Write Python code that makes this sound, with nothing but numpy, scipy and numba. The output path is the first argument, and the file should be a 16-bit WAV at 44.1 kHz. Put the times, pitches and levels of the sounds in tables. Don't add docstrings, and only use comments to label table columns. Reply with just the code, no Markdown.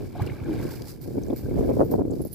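import sys
import numpy as np
from scipy import signal
from scipy.fft import rfft, irfft
from scipy.io import wavfile
from scipy.ndimage import uniform_filter1d
from numba import njit

SR = 44100
rng = np.random.default_rng(int(sys.argv[2]) if len(sys.argv) > 2 else 0)


def to_wav(s):
    ch = np.atleast_2d(s).T
    pcm = np.round(np.clip(ch, -1, 1) * 32767)
    wavfile.write(sys.argv[1], SR, pcm.astype(np.int16))


N = 103458


def undb(db):
    return 10 ** (np.asarray(db) / 20)


def unit(x):
    return x / np.sqrt(np.mean(x ** 2))


def curve(rows):
    return undb(np.interp(np.arange(N) / SR, *np.array(rows).T))


def colour(x, points):
    hz, db = np.array(points).T
    f = np.fft.rfftfreq(N, 1 / SR) + 1
    gain = undb(np.interp(np.log(f), np.log(hz), db))
    return unit(irfft(rfft(x) * gain, N))


def pan(db):
    return undb(np.array([[db], [-db]]) / 2)


def ports(make, likeness):
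    shared = np.clip(likeness, 0, 1)
    return np.sqrt(shared) * make() + np.sqrt(1 - shared) * np.array([make(), make()])


def noise():
    return rng.standard_normal(N)


def clicks(rate, spread_db):
    struck = rng.random(N) < rate / SR
    size = undb(spread_db * np.clip(noise(), -2, 2))
    return unit(struck * np.sign(noise()) * size)


def walk(count):
    k = SR // count
    steps = np.repeat(rng.standard_normal(N // k + 1), k)
    return unit(uniform_filter1d(steps, k)[:N])


def add(out, start, x):
    i = max(int(start * SR), 0)
    out[i:i + len(x)] += x[:max(N - i, 0)]


@njit
def lowpass(x, hz):
    y, b, l = np.empty(len(x)), 0., 0.
    for i in range(len(x)):
        g = np.tan(np.pi * hz[i] / SR)
        v = (b + g * (x[i] - l)) / (1 + g * (g + 1.05))
        y[i] = l + g * v
        b, l = 2 * v - b, 2 * y[i] - l
    return y


def swells(rows, half):
    t = np.arange(N) / SR
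    return sum(undb(2 * db) * np.exp(-((t - s) / half) ** 2) for s, db in rows)


FLUTTER_REF_DB, DB_PER_OCTAVE = -27, 17.5


def brightness(force):
    excess_db = np.maximum(20 * np.log10(force) - FLUTTER_REF_DB, 0)
    return 2 ** (excess_db / DB_PER_OCTAVE)


SWELL_S = 0.01
FLUTTER_HZ, FLUTTER_LOW_HZ = 360, 221
EDDY_RATE, EDDY_SPREAD_DB, FLUTTER_WALK_DB = 600, 6.5, 3.5
# (time [s], level [dB])
WIND_LEVEL = [(0,-32),(.12,-42.5),(.26,-31),(.37,-42.5),(.5,-29.5),(.62,-32.5),(.77,-39.5),(.97,-45),(1.15,-33),(1.32,-33),(1.41,-39.5),(1.47,-30.5),(1.6,-23),(1.88,-29.5),(2.02,-26.5),(2.21,-31.5),(2.28,-45)]
# (time of the peak [s], level [dB])
WIND_BUFFETS = [(.266,-33),(.652,-23.5),(.815,-32),(1.079,-29),(1.158,-27),(1.182,-20.5),(1.293,-25.5),(1.307,-21.5),(1.33,-20.5),(1.586,-20.5),(1.636,-23),(1.698,-17.5),(1.71,-20),(1.774,-21.5),(1.794,-18),(1.805,-15),(1.817,-12.5),(1.836,-20),(1.916,-21),(1.939,-16),(1.951,-20),(1.994,-19.5),(2.012,-19),(2.061,-27),(2.124,-22),(2.208,-24),(2.256,-25)]


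def flutter():
    force = np.sqrt(curve(WIND_LEVEL) ** 2 + undb(-6) * swells(WIND_BUFFETS, SWELL_S))
    edge = np.clip(FLUTTER_HZ * brightness(force), 100, 3000)
    high = signal.butter(2, FLUTTER_LOW_HZ, "high", fs=SR, output="sos")

    def eddies():
        x = lowpass(lowpass(clicks(EDDY_RATE, EDDY_SPREAD_DB), edge), edge)
        x = signal.sosfilt(high, x) * undb(FLUTTER_WALK_DB * walk(count=70))
        local_power = uniform_filter1d(x ** 2, size=1500)
        return x / np.sqrt(local_power + 1e-9)

    return force * np.array([eddies(), eddies()])


RUMBLE_DB, RUMBLE_FOLLOWS, RUMBLE_WALK_DB = -16, 0.56, 1.5
# (time of the peak [s], level [dB])
WIND_THUMPS = [(0.219,-21),(0.324,-23.5),(.425,-24),(.59,-20.5),(1.449,-25.5),(1.594,-16.5),(1.685,-25),(1.812,-17.5)]
# (frequency [Hz], level [dB])
RUMBLE_SPECTRUM = [(20,-33),(40,-10),(95,-1),(140,-1.5),(220,-19),(600,-56.5)]


def rumble():
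    steady = undb(RUMBLE_DB) * curve(WIND_LEVEL) ** RUMBLE_FOLLOWS
    level = np.sqrt(steady ** 2 + swells(WIND_THUMPS, SWELL_S) / 2 ** 2)
    rough = np.array([noise() * undb(RUMBLE_WALK_DB * walk(count=30)) for _ in range(2)])
    return level * colour(rough, RUMBLE_SPECTRUM)


SLAP_LAG_S = 0.00095


def slaps(rows, pitch):
    t, out = np.arange(N) / SR, np.zeros((2, N))
    for (s, db), lag in zip(rows, rng.uniform(-0.9, 1, len(rows))):
        shift = SLAP_LAG_S * lag * np.array([[1], [-1]])
        u = np.pi * pitch(undb(db)) * (t - s - shift)
        out += undb(db) * (2 * u ** 2 - 1) * np.exp(-u ** 2)
    return out


SLAP_HZ, SLAP_DB = 382, -3
THUMP_HZ, THUMP_DB = 84.4, -1


def wind():
    buffets = undb(SLAP_DB) * slaps(WIND_BUFFETS, lambda force: SLAP_HZ * brightness(force))
    thumps = undb(THUMP_DB) * slaps(WIND_THUMPS, lambda force: THUMP_HZ)
    return flutter() + rumble() + buffets + thumps


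def ring(hz, t60):
    t = np.arange(SR // 8) / SR
    return np.sin(2 * np.pi * min(hz, SR / 2) * t) * np.exp(-np.log(1000) * t / t60)


GRAIN_RATE, GRAIN_SPREAD_DB = 1800, 7
# (frequency [Hz], level [dB])
RUSTLE_SPECTRUM = [(2000,-9.5),(3200,-16),(4800,-1.5),(6500,-9.5),(7700,-5.5),(8800,-10),(10000,-3),(13500,1.5),(16000,-3)]
# (time [s], level [dB])
TREBLE_LEVEL = [(.6,-10.5),(1.3,-6)]


def friction():
    grain = colour(ports(lambda: clicks(GRAIN_RATE, GRAIN_SPREAD_DB), likeness=.25), RUSTLE_SPECTRUM)
    top = signal.sosfiltfilt(signal.butter(2, SR / 5, "high", fs=SR, output="sos"), grain)
    return grain + (curve(TREBLE_LEVEL) - 1) * top


RUB_WALK_DB, SHAKE_DB, CHINK_TICK_DB = 1.8, -12, -12.5
RUSTLE_PAN_DB, METAL_PAN_DB = -3, -9.5
# (time [s], level [dB])
RUB_LEVEL = [(0,-52),(.46,-55.5),(.6,-46.5),(.72,-46),(.81,-53),(.9,-47),(.99,-61.5),(1.05,-51.5),(1.5,-56.5),(1.73,-50.5),(2.08,-62.5),(2.16,-54)]
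# (time [s], level [dB], decay [s], metal level relative to the scrape [dB])
SHORT_SCRAPES = [(.22,-38,0.0035,-17),(0.263,-37,0.0044,-23),(0.629,-50,0.0062,-7),(0.698,-45,0.043,-14),(0.818,-39.5,0.0024,-37),(0.867,-42,0.026,-19),(1.012,-47.5,0.015,-4),(1.356,-44.5,0.029,-5),(1.844,-58,0.014,7),(1.908,-43,0.014,0.5)]
# (time [s], lower mode level [dB], upper mode level [dB])
METAL_CHINKS = [(2.217,-41,-51),(2.25,-50,-41),(2.27,-47,-48),(2.319,-56,-46.5),(2.329,-37.5,-39)]
# (frequency [Hz], time to fall by 60 dB [s])
METAL_MODES = [(11040,0.071),(13920,0.075)]


def rustle():
    t = np.arange(SR // 4) / SR
    scrape, shake, chinks = np.zeros(N), np.zeros(N), np.zeros(N)
    for s, db, decay, ring_db in SHORT_SCRAPES:
        stroke = 2 * np.exp(-t / decay) * (1 - np.exp(-2 * t / decay))
        add(scrape, s, undb(db) * stroke)
        add(shake, s, undb(db + ring_db) * stroke)
    for s, *levels in METAL_CHINKS:
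        add(scrape, s, undb(max(levels) + CHINK_TICK_DB) * np.exp(-t / 0.0075))
        for (hz, t60), db in zip(METAL_MODES, levels):
            add(chinks, s, undb(db) * ring(hz, t60))
    rub = curve(RUB_LEVEL) * undb(RUB_WALK_DB * walk(count=130))
    damped = unit(signal.fftconvolve(noise(), ring(METAL_MODES[1][0], t60=.012))[:N])
    rattle = (undb(SHAKE_DB) * rub * curve(TREBLE_LEVEL) + shake) * damped
    return (rub + scrape) * friction() * pan(RUSTLE_PAN_DB) + (rattle + chinks) * pan(METAL_PAN_DB)


BUBBLE_RISE = 0.075


def bubble(hz, cycles):
    turn = np.arange(int(3 * cycles * SR / hz)) * hz / SR
    tone = np.sin(2 * np.pi * turn * (1 + BUBBLE_RISE * turn / cycles / 4))
    return tone * np.exp(-2 * turn / cycles) * (1 - np.exp(-2 * turn))


BUBBLE_RATE, BUBBLE_CYCLES, BUBBLE_SPREAD_DB = 1800, 8.8, 5.5
WASH_DB, CALM_THINNING = -0.98, .3
# (time [s], level [dB])
SLOSH_LEVEL = [(0,-51.5),(.12,-58),(.2,-43.5),(.4,-50.5),(.6,-44.5),(.75,-49.5),(1.0,-63.5),(1.22,-57.5),(1.7,-53),(2.1,-69.5)]


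def bubbles():
    out = np.zeros(N)
    slosh = curve(SLOSH_LEVEL)
    busy = (slosh / slosh.max()) ** CALM_THINNING
    for when, pitch, size, life, luck in rng.random(size=(int(BUBBLE_RATE * N / SR), 5)):
        share = busy[int(when * N)]
        if luck < share:
            gain = undb(-BUBBLE_SPREAD_DB * np.log(max(size, .06)))
            gain = gain * 2 ** (1.5 * pitch) / np.sqrt(share)
            add(out, when * N / SR, gain * bubble(500 * 12 ** pitch, BUBBLE_CYCLES * (.5 + life)))
    return unit(out) + undb(WASH_DB) * clicks(rate=3000, spread_db=5)


PLOP_CYCLES, SATELLITE_DB, SATELLITE_OCTAVES = 12, -10.5, 1.1
# (time [s], pitch [Hz], level [dB])
SINGLE_PLOPS = [(.153,700,-30.5),(.196,815,-27),(.202,1124,-36.5),(0.219,1590,-35),(.225,2240,-38),(0.273,2730,-35.5),(0.298,2150,-34),(.444,7000,-45.5),(0.463,332,-29),(.486,315.7,-21),(0.515,323.3,-21.5),(0.626,1565,-39),(0.821,4700,-32),(1.235,6020,-36.5),(1.284,7400,-44),(1.304,3440,-46),(2.108,7700,-39),(2.114,7150,-40),(2.135,4480,-45),(2.334,4120,-47.5)]


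def plops():
    out = np.zeros(N)
    for s, hz, db in SINGLE_PLOPS:
        add(out, s, undb(db) * bubble(hz, PLOP_CYCLES))
        for late, octaves in rng.random(size=(7, 2)):
            pitch = min(hz * 2 ** (SATELLITE_OCTAVES * (octaves - .5)), SR / 2)
            satellite = undb(db + SATELLITE_DB) * bubble(pitch, PLOP_CYCLES / 2)
            add(out, s + late * PLOP_CYCLES / hz, satellite)
    return out


WATER_LIKENESS = .6
# (frequency [Hz], level [dB])
SLOSH_SPECTRUM = [(250,9),(900,3.5),(1250,-2.5),(1600,4.5),(1900,-5.5),(2300,5.5),(2700,-6.5),(4000,-5.5),(15000,-42)]


def water():
    return curve(SLOSH_LEVEL) * colour(ports(bubbles, WATER_LIKENESS), SLOSH_SPECTRUM) + plops()


def scene():
    return wind() + rustle() + water()


def record(dry):
    return signal.sosfilt(signal.ellip(10, .2, 80, 15450, fs=SR, output="sos"), dry)


dry = scene()
out = record(dry)
to_wav(out)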